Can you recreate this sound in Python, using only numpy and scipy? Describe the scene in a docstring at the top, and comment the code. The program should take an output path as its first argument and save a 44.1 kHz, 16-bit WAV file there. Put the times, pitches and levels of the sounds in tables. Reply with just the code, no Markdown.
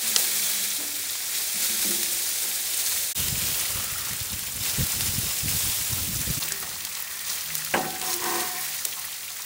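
"""Sizzling outdoor griddle

Potato wedges and meat fry on a steel plate: steam bubbles fizz and fat spits, flaring up as two
spatulas turn the food. Food thuds on the plate; one spatula clanks down and scrapes along the steel.
The microphone stands at three places in turn (front, close, side), over a low rumble.
Wind buffets it at the second place, and a faint hum is heard at the third."""
import sys
import numpy as np
from scipy import signal
from scipy.fft import rfft, irfft, next_fast_len
from scipy.io import wavfile
from scipy.ndimage import uniform_filter1d

SR = 44100
rng = np.random.default_rng(int(sys.argv[2]) if len(sys.argv) > 2 else 0)


def generate_wav(signal):
    """Clip the signal to [-1, 1] and save it as 16-bit WAV at the path in sys.argv[1]."""
    frames = np.transpose(np.atleast_2d(signal))
    scaled = np.clip(frames, -1, 1) * 32767
    pcm = np.round(scaled).astype(np.int16)
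    wavfile.write(sys.argv[1], SR, pcm)


N = 416744
TIME, FREQS = np.arange(N) / SR, np.fft.rfftfreq(N, 1 / SR)
FRONT, CLOSE, SIDE = range(3)
TOP_HZ = 15800


def amp(db):
    """Decibels to gain."""
    return 10 ** (np.asarray(db) / 20)


def unit_rms(x):
    """Scales a signal to rms 1."""
    return x / np.sqrt(np.mean(x ** 2) + 1e-20)


def curve(points, hz):
    """Joins (frequency, value) points on a log-frequency axis."""
    f, value = np.transpose(points)
    return np.interp(np.log(hz + 1), np.log(f + 1), value)


def add(mix, start, sound):
    """Lays a sound into the mix at start seconds."""
    part = mix[max(round(start * SR), 0):][:len(sound)]
    part += sound[:len(part)]


def bell(hz, centre_hz, octaves):
    """A bell-shaped gain on the octave axis."""
    return np.exp(-.5 * (np.log2((hz + 1) / centre_hz) / octaves) ** 2)


def bandpass(x, centre_hz, octaves):
    """A sound through a bell filter, at rms 1."""
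    return unit_rms(irfft(rfft(x) * bell(np.fft.rfftfreq(len(x), 1 / SR), centre_hz, octaves)))


def noise(colour):
    """Steady noise with the given spectrum, rms 1."""
    return unit_rms(irfft(rfft(rng.standard_normal(N)) * amp(curve(colour, FREQS)), N))


def wander(hz):
    """Smooth random modulation at rms 1, rolling off above hz."""
    size = next_fast_len(N, True)
    spectrum = rfft(rng.standard_normal(size)) / (1 + (np.fft.rfftfreq(size, 1 / SR) / hz) ** 2)
    return unit_rms(irfft(spectrum, size)[:N])


def clicks(per_s, spread_db):
    """Randomly timed clicks of either sign; most are small, a few large."""
    size = amp(spread_db * np.minimum(rng.exponential(1, N), 5))
    return size * rng.choice([-1, 1], N) * (rng.random(N) < per_s / SR)


def swell(start, length, rise_s, fall_s):
    """An envelope that rises, holds until its length is up, and dies away."""
    attack = np.clip((TIME - start) / rise_s, 0, 1)
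    return attack * np.exp(-np.maximum(TIME - start - length, 0) / fall_s)


def ride(swells, floor_db, rise_s, fall_s):
    """A fader ride: swells on top of a steady floor."""
    return amp(floor_db) + sum(amp(db) * swell(s, length, rise_s, fall_s) for s, length, db in swells)


def mic_place():
    """Where the microphone stands at each sample: FRONT, CLOSE or SIDE."""
    return np.searchsorted([move[0] for move in MIC_MOVES], TIME)


# tone of the outdoor bed: (frequency [Hz], level [dB])
RUMBLE_EQ = [(20, -38), (45, -13), (80, 3), (130, -8.5), (200, -4), (400, -38), (1000, -48)]
# swells of the bed: (start [s], length [s], level [dB])
RUMBLE_SWELLS = [(1.78, 0.14, -63), (2.85, 0.14, -60), (6.35, 0.37, -54), (7.1, 1.4, -65)]


def rumble(heave_db=0.5):
    """A low outdoor rumble that heaves gently."""
    level = ride(RUMBLE_SWELLS, floor_db=-63, rise_s=0.1, fall_s=0.18)
    return noise(RUMBLE_EQ) * level * amp(heave_db * wander(hz=4.2))


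# swells of the hum: (start [s], length [s], level [dB])
HUM_SWELLS = [(6.373, 0.12, -54), (7.437, 0.85, -52)]


def hum(pitch_hz=162.5, sag_hz_per_s=2.8, wobble_hz=2.08, waver_db=4.0):
    """A faint wavering hum at the side position, slowly sinking in pitch."""
    arrival = MIC_MOVES[1][0]
    hz = pitch_hz - sag_hz_per_s * (TIME - arrival) + wobble_hz * wander(hz=7.1)
    tone = np.sqrt(2) * np.sin(2 * np.pi * np.cumsum(hz) / SR)
    level = ride(HUM_SWELLS, floor_db=-68.5, rise_s=0.11, fall_s=0.16)
    return tone * level * amp(waver_db * wander(hz=4.4)) * (mic_place() == SIDE)


# tone of wind on the microphone: (frequency [Hz], level [dB])
WIND_EQ = [(15, -47), (25, -61), (56, -1), (91, 2), (200, -7.5), (274, -13), (385, -20.5), (450, -21),
           (580, -24), (990, -120)]
# gusts: (start [s], length [s], level before trim [dB])
GUSTS = [(3.17, 0.21, -38.5), (3.41, 0.11, -39), (3.745, 0.054, -41), (3.907, 0.024, -52),
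         (4.095, 0.025, -39), (4.32, 0.062, -41), (4.535, 0.11, -44), (4.77, 0.063, -28),
         (4.933, 0.36, -37.5), (5.425, 0.14, -34.5), (5.63, 0.064, -33.5), (5.795, 0.019, -38.5),
         (5.894, 0.32, -35.5), (6.262, 0.041, -28), (6.367, 0.019, -33)]
# single thumps of wind: (time [s], level [dB], pitch [Hz])
WIND_THUMPS = [(3.324, -23.5, 122), (4.125, -30, 122), (4.214, -27.5, 96), (4.822, -21, 107),
               (5.183, -20, 167), (5.927, -30, 110), (6.29, -37, 84), (6.303, -21.5, 127)]


def wind(trim_db=-2, lumpy_db=2.5):
    """Gusts over a light breeze make lumpy eddies on the microphone, with a few single thumps."""
    strength = ride(GUSTS, floor_db=-46.5, rise_s=0.013, fall_s=0.011)
    out = noise(WIND_EQ) * strength * amp(trim_db + lumpy_db * wander(hz=47)) * (mic_place() == CLOSE)
    t = np.arange(SR // 10) / SR
    for s, db, hz in WIND_THUMPS:
        envelope = np.exp(-((hz * t - 1.4) / 0.72) ** 2)  # about two cycles long
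        add(out, s - 1 / hz, amp(db) * np.sin(2 * np.pi * hz * t) * envelope)
    return out


def friction(length_s, modes, grit_db, locking):
    """Uneven slips of a sliding blade pass through resonances, fading in and out over the stroke."""
    size = SR * 2
    hz = np.fft.rfftfreq(size, 1 / SR)
    roughness = unit_rms(uniform_filter1d(rng.standard_normal(size), size=500))
    slips = clicks(per_s=1700, spread_db=2.0)[:size] * amp(grit_db * roughness)
    body = sum(amp(db) * (1 + 1j * (hz - f) / (.78 * width)) ** -2 for f, width, db in modes)
    rub = irfft(rfft(slips) * body, size)[:round(length_s * SR)]
    # the slips lock on to a sharp resonance, which steadies its loudness
    steadiness = locking / (1 + (modes[0][1] / 80) ** 2)
    envelope = abs(signal.hilbert(unit_rms(rub))) + .05
    return unit_rms(rub / envelope ** steadiness) * signal.windows.tukey(len(rub), .6)


# resonances of each spatula, by name: (frequency [Hz], width [Hz], level [dB])
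SPATULA_MODES = {"scraper": [(1850, 120, -1), (2260, 210, -1), (3370, 200, 1), (3970, 230, -2.5),
                 (5500, 220, -1), (6480, 240, -1), (8700, 900, -1)], "turner": [(1340, 180, 0),
                 (1850, 140, -6), (3000, 500, -2), (3600, 280, -3), (5200, 380, -4), (7200, 150, -5),
                 (8650, 300, -15)]}
# light slides under the food: (spatula, start [s], end [s], level [dB], tone centre [Hz])
STROKES = [("scraper", 0.03, 0.8, -41.5, 2700), ("scraper", 0.35, 0.91, -40, 4400),
           ("scraper", 1.03, 1.68, -46, 4500), ("scraper", 1.2, 2.4, -47, 2800),
           ("turner", 2.6, 2.95, -43, 3700), ("turner", 3.13, 3.33, -39, 2800),
           ("turner", 3.164, 3.5, -40, 7500), ("turner", 3.6, 4.24, -44.5, 1760),
           ("turner", 3.6, 5, -48, 5100), ("turner", 4.58, 4.76, -40, 4500),
           ("turner", 4.75, 6, -41.5, 5200), ("scraper", 6.427, 6.72, -51, 1400),
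           ("scraper", 6.88, 7.45, -50, 1300), ("scraper", 8.02, 8.18, -35.5, 5700),
           ("scraper", 8.2, 8.5, -40, 6900), ("scraper", 8.33, 8.75, -42, 1400)]


def spatula_strokes(octaves=0.43):
    """A sliding spatula grates in its own resonances, most in those near the stroke's tone centre."""
    out = np.zeros(N)
    for spatula, start, end, db, centre_hz in STROKES:
        driven = [(hz, width, mode_db + 20 * np.log10(bell(hz, centre_hz, octaves)))
                  for hz, width, mode_db in SPATULA_MODES[spatula]]
        add(out, start, amp(db) * friction(end - start, driven, grit_db=3, locking=0.39))
    return out


# notes of the rubbed plate: (start [s], end [s], level [dB], pitch [Hz])
PLATE_NOTES = [(0, 0.196, -49.5, 221), (0.18, 0.813, -52, 199.5), (6.434, 6.69, -52.5, 399),
               (8.012, 8.141, -39, 740), (8.046, 8.495, -39, 348), (8.248, 8.648, -42, 727)]


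def plate_singing(width_hz=12.6):
    """Now and then a rubbing spatula makes the plate sing on one narrow resonance."""
    out = np.zeros(N)
    for start, end, db, hz in PLATE_NOTES:
        add(out, start, amp(db) * friction(end - start, [(hz, width_hz, 0)], grit_db=3.5, locking=0.69))
    return out


# modes of the steel plate: (frequency [Hz], level [dB], decay to -60 dB [s])
PLATE_MODES = [(196, -5, 0.66), (219, -5, 0.86), (291, -27, 1), (344, -5, 0.99), (356, -6, 0.64),
               (407.5, -6.5, 0.33), (458, -11, .25), (534, 1.5, 0.39), (660, -26, 0.16), (742, 3.5, 0.47),
               (756, 0, 0.96), (820, -1.5, 0.62), (744, -1, 0.54), (977, -3.5, 0.21), (1030, -14, 0.23),
               (1107, -3, 0.26), (1330, -11, 0.48), (1527, -11, 0.95), (1850, -3, 0.31), (2330, -25, .2),
               (2730, -14, 0.4)]


def plate_ring(centre_hz, octaves):
    """The struck plate rings in decaying modes, weighted by how the hit drives them."""
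    hz, db, t60 = np.transpose(PLATE_MODES)[:, :, None]
    t = np.arange(SR) / SR
    weight = amp(db) * bell(hz, centre_hz, octaves)
    modes = rng.choice([-1, 1], hz.shape) * amp(-60 * t / t60) * np.sin(2 * np.pi * hz * t)
    return (weight * modes).sum(0) / np.linalg.norm(weight)


# tone of the clatter under a hit: (frequency [Hz], level [dB])
CLATTER_EQ = [(80, -39), (190, -3.5), (800, -7), (1150, -6), (1600, 3.5), (2300, -2.5), (3000, -5),
              (3700, -28), (8000, -17)]
# tail of the clatter: (frequency [Hz], decay to -60 dB [s])
CLATTER_DECAY = [(200, 0.78), (800, 0.43), (1600, 0.072), (3200, 0.16)]
# thuds and clanks: (time [s], ring level [dB], tone centre [Hz], width [octaves], clatter vs ring [dB])
PLATE_HITS = [(.163, -48.5, 500, 1.1, 7), (.785, -41, 291, 0.089, -19), (0.8, -50.5, 450, 1.4, 7),
              (1.544, -44.5, 202, 0.46, -7), (1.701, -40, 197, 0.74, -14), (1.847, -32.5, 200, 0.67, -7.5),
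              (1.886, -36.5, 354, 0.32, -11), (2.441, -42.5, 330, 1.4, -8), (6.448, -46, 400, 0.27, -12),
              (6.627, -46, 1180, 1.9, 6), (7.7389, -19.5, 950, 2.8, -1), (7.843, -34, 1290, 0.72, -5),
              (8.853, -51, 546, 0.82, 3), (8.969, -44.5, 1020, 0.25, -0.5)]


def plate_hits():
    """Food and blades land on the plate: a few modes ring on above a clatter of short-lived ones."""
    out = np.zeros(N)
    for s, db, centre_hz, octaves, clatter_db in PLATE_HITS:
        hz, t, bands = signal.stft(rng.standard_normal(SR // 2), SR, nperseg=512)
        hz = hz[:, None]
        decay = amp(curve(CLATTER_EQ, hz) - 60 * t / curve(CLATTER_DECAY, hz))
        clatter = signal.istft(bands * decay * bell(hz, centre_hz, octaves), nperseg=512)[1]
        add(out, s, amp(db + clatter_db) * clatter / clatter[:SR // 50].std())
        add(out, s, amp(db) * plate_ring(centre_hz, octaves))
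    return out


# resonances of the blade pressed on the plate: (frequency [Hz], width [Hz], level [dB])
BLADE_MODES = [(385, 160, -2.5), (737, 24, -8.5), (940, 70, -8.5), (1040, 70, -4.5), (1500, 50, -10),
               (1850, 89, -7.5), (2330, 100, -24)]
# hard drags over the steel: (start [s], length [s], drive [dB], tone centre [Hz])
DRAGS = [(7.995, 0.089, -39, 900), (8.193, 0.19, -31.5, 950)]


def scrape(ring_db=-8, blade_db=-1):
    """The blade sticks and slips; the slips ring the blade and the plate under it."""
    grit = unit_rms(clicks(per_s=1500, spread_db=1.5))
    drags = [(grit * amp(db) * swell(s, length, rise_s=0.039, fall_s=0.13), centre_hz)
             for s, length, db, centre_hz in DRAGS]
    t, blade = np.arange(SR // 5) / SR, np.zeros(N)
    for hz, width, db in BLADE_MODES:
        mode = np.exp(-np.pi * width * t) * np.cos(2 * np.pi * hz * t)
        drive = sum(slips * bell(hz, centre_hz, octaves=1.22) for slips, centre_hz in drags)
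        blade += amp(db) * signal.oaconvolve(drive, mode / np.linalg.norm(mode))[:N]
    ring = plate_ring(centre_hz=900, octaves=1.8)
    plate = signal.oaconvolve(sum(slips for slips, _ in drags), ring / np.linalg.norm(ring))[:N]
    return amp(blade_db) * blade + amp(ring_db) * plate


# pops of fat and clacks of blades: (time [s], rough peak [dB], tone centre [Hz], width [octaves])
POPS = [(.162, -0.5, 4570, 0.74), (0.1632, -12, 1500, 1.1), (0.704, -13.5, 6400, 0.36),
        (1.154, -20, 1800, 1), (2.031, -8, 6500, 2.1), (3.283, -9, 6000, 1.7), (3.5956, -15, 7300, 1.4),
        (4.092, -17, 4500, 2.1), (4.132, -13, 8800, 3.5), (4.653, -13, 5500, 1.4), (4.868, -12, 12000, 1),
        (5.008, -11, 3500, 1.4), (6.205, -16, 7000, 0.8), (6.5215, -9.5, 7300, 0.44),
        (6.628, -19, 5000, 2.1), (6.692, -19, 6000, 0.6), (6.85, -13, 6000, 1.3),
        (6.951, -17.5, 4930, 0.59), (7.1917, -18, 6000, 1), (7.5527, -8, 10000, 1.7),
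        (7.6485, -13, 8200, 1.4), (7.905, -16.5, 5100, 0.92), (8.015, -13, 4300, 0.98),
        (8.13, -11, 6500, 0.85), (8.14, -9.5, 10000, 1.1), (8.241, -14, 7000, .8), (8.3569, -15, 5000, 1.3),
        (8.8514, -4.5, 12500, 1.66)]


def pops(crest_db=12.5, snap_s=0.00061, spray_s=0.0048, echo_s=0.006):
    """Each pop is a sharp snap, a few milliseconds of tearing spray, and a faint echo off the steel."""
    t, out = np.arange(2048) / SR, np.zeros(N)
    envelope = 0.99 * np.exp(-t / snap_s) + np.exp(-(t / spray_s) ** 2) + .04 * np.exp(-t / echo_s)
    for s, db, hz, octaves in POPS:
        add(out, s, amp(db - crest_db) * bandpass(rng.standard_normal(len(t)), hz, octaves) * envelope)
    return out


def spits(per_s, spread_db, kinds=24):
    """Bursting droplets: each kind is a short, sharply starting burst of its own pitch and length."""
    t, out = np.arange(512) / SR, np.zeros(N)
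    for hz in np.geomspace(1000, 14000, kinds):
        life_s = rng.uniform(0.0016, 0.0051) * (5000 / hz) ** 0.28
        burst = rng.standard_normal(len(t)) * np.exp(-t / life_s) * (t > .001)
        droplet = bandpass(burst, hz, octaves=0.41) * hz ** 0.28
        out += signal.oaconvolve(clicks(per_s / kinds, spread_db), droplet)[:N]
    return unit_rms(out)


def patchy(x, depth_db):
    """Single pieces of food flare up and fade, each in its own range of pitch."""
    bands = signal.stft(x, nperseg=256)[2]
    patches = uniform_filter1d(rng.standard_normal(bands.shape), size=9, axis=0)
    patches = unit_rms(uniform_filter1d(patches, size=14, axis=1))
    return unit_rms(signal.istft(bands * amp(depth_db * patches), nperseg=256)[1][:N])


def steam_spurts(decay_s=0.051, depth=0.52):
    """A gain that jumps as pockets of steam break out, then dies away."""
    breaks = abs(clicks(per_s=130, spread_db=7.5))
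    spurts = unit_rms(signal.lfilter([1], [1, -np.exp(-1 / (decay_s * SR))], breaks))
    return np.sqrt(1 + depth * spurts)


def early_echoes(x, echo_db=-12, count=8):
    """Adds faint reflections off the griddle walls and the moving hands."""
    delays = rng.uniform(.002, .014, count)
    sway = 1 + 0.0202 * wander(hz=2.1)
    echoes = sum((-1) ** k * np.interp(TIME - delay * sway, TIME, x) for k, delay in enumerate(delays))
    return unit_rms(x + amp(echo_db) * unit_rms(echoes))


# food lying still, one row per microphone place: (fizz [dB], wet bubbling vs fizz [dB])
RESTING_FOOD = [(-31, -9), (-33, -10), (-37.5, -7.5)]
# wet food pushed on to hot steel flares up and dries off:
# (start [s], push [s], fizz [dB], wet bubbling vs fizz [dB], drying time [s])
TURNS = [(-0.1, 0.16, -28.5, -8, 0.3), (0.16, 0.029, -26, -13.5, 0.23), (0.3, 0.22, -28.3, -10, 0.12),
         (1.25, 0.6, -26.5, -10.5, 0.41), (1.95, 0.44, -31.5, -12.5, 1), (2.75, 0.21, -31.5, -17, 0.16),
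         (3.14, 0.036, -29, -10, 0.3), (3.35, 0.08, -31, -9.5, 0.24), (3.55, 0.039, -33.5, -5.5, 0.38),
         (4.61, 0.069, -30.5, -8.5, 0.96), (4.72, 0.36, -30.5, -14, 1), (5.45, 0.14, -27.5, -15.5, 0.27),
         (6.39, 0.03, -42, -1.5, 0.089), (7.17, 0.18, -35, -10.5, 1), (8.02, 0.092, -28.5, -14, 0.067),
         (8.19, 0.12, -30.5, -25, 0.47)]


def frying_levels():
    """Fizz level and wet bubbling against it, in dB: each turn adds steam to that of the resting food."""
    rest_db, rest_wet_db = np.array(RESTING_FOOD)[mic_place()].T
    fizz, wet = amp(rest_db) ** 2, amp(rest_db + rest_wet_db) ** 2
    for s, push, db, wet_db, drying in TURNS:
        power = amp(db) ** 2 * swell(s, push, rise_s=push, fall_s=drying)
        fizz += power
        wet += power * amp(wet_db) ** 2
    return 10 * np.log10(fizz), 10 * np.log10(wet / fizz)


# tone of the sizzle from each microphone place: (frequency [Hz], level [dB])
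FRONT_EQ = [(150, -14), (400, -8), (750, -7.5), (1050, -11), (1600, -4.5), (2300, -1.5), (2900, -4.5),
            (3800, 0.5), (5500, 0), (7300, 1.5), (9000, 1.5), (11000, -1.5), (13200, -2.5), (15500, 3)]
CLOSE_EQ = [(150, -15), (400, -5), (800, -4), (1350, -4.5), (1650, -4), (2200, -1), (4300, -2), (5500, -2),
            (8000, -1), (10000, -2.5), (13000, -5), (14300, -1), (15600, 2.5)]
SIDE_EQ = [(150, -5.5), (450, -1), (750, 2), (1100, 3.5), (1600, 2.5), (1900, 7), (2900, 1.5), (4500, 0.5),
           (7000, -0.5), (10000, -2), (12800, -5.5), (14300, 0), (15600, 5)]
# reflection off the steel rim, one row per place: (delay [s], gain [linear])
RIM_ECHO = [(0.00065, -0.033), (0.000547, 0.047), (0.000545, 0.012)]


def sizzle(spit_db=-6, front_spit_db=-1.5, flutter_db=0.63, fizz_trim_db=-0.33, wet_trim_db=-1.5):
    """Countless steam bubbles burst in the fat; the steel rim echoes them with a drifting delay."""
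    place = mic_place()
    fizz_db, wet_db = frying_levels()
    bubbles = unit_rms(clicks(per_s=22000, spread_db=1))
    # single droplets stand out more when the frying is quiet, and less from the front
    spit_gain = amp(spit_db - 0.57 * (fizz_db - fizz_db.mean()) + front_spit_db * (place == FRONT))
    crackle = patchy(bubbles + spit_gain * spits(per_s=700, spread_db=3.0), depth_db=-0.12)
    crackle *= amp(flutter_db * wander(hz=47)) * steam_spurts()
    crackle = early_echoes(crackle / np.sqrt(1 + spit_gain ** 2))
    lows = 1 / (1 + (FREQS / 3600) ** 4)  # crossover: wet bubbling below, fizz above
    drift = 1 + 0.024 * wander(hz=0.82)
    out = np.zeros(N)
    for k, (eq, (delay, gain)) in enumerate(zip([FRONT_EQ, CLOSE_EQ, SIDE_EQ], RIM_ECHO)):
        rim = gain * np.interp(TIME - delay * drift, TIME, crackle)
        spectrum = rfft(crackle + rim) * amp(curve(eq, FREQS)) * (FREQS < TOP_HZ)
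        fizz = unit_rms(irfft(spectrum * (1 - lows), N))
        wet = unit_rms(irfft(spectrum * lows, N))
        out += (place == k) * (amp(fizz_trim_db) * fizz + amp(wet_db + wet_trim_db) * wet)
    return out * amp(fizz_db)


def scene():
    """All sources reach one microphone, alike in both channels."""
    outdoors = rumble() + hum() + wind()
    steel = spatula_strokes() + plate_singing() + plate_hits() + scrape()
    mono = outdoors + steel + pops() + sizzle()
    return np.array([mono, mono])


# brief dropouts as the microphone changes place: (time [s], silent half-width [s], fade [s])
MIC_MOVES = [(3.14, 0.0066, 0.014), (6.397, 0.00041, 0.0046)]


def record(dry):
    """The sound drops out at each change of place, and a steep low-pass trims the top."""
    dips = [np.clip((abs(TIME - s) - half) / fade, 0, 1) for s, half, fade in MIC_MOVES]
    lowpass = signal.firwin(511, TOP_HZ, window=("kaiser", 9), fs=SR)
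    return signal.oaconvolve(dry * np.prod(dips, axis=0), lowpass[None], "same")


dry = scene()
out = record(dry)
generate_wav(out)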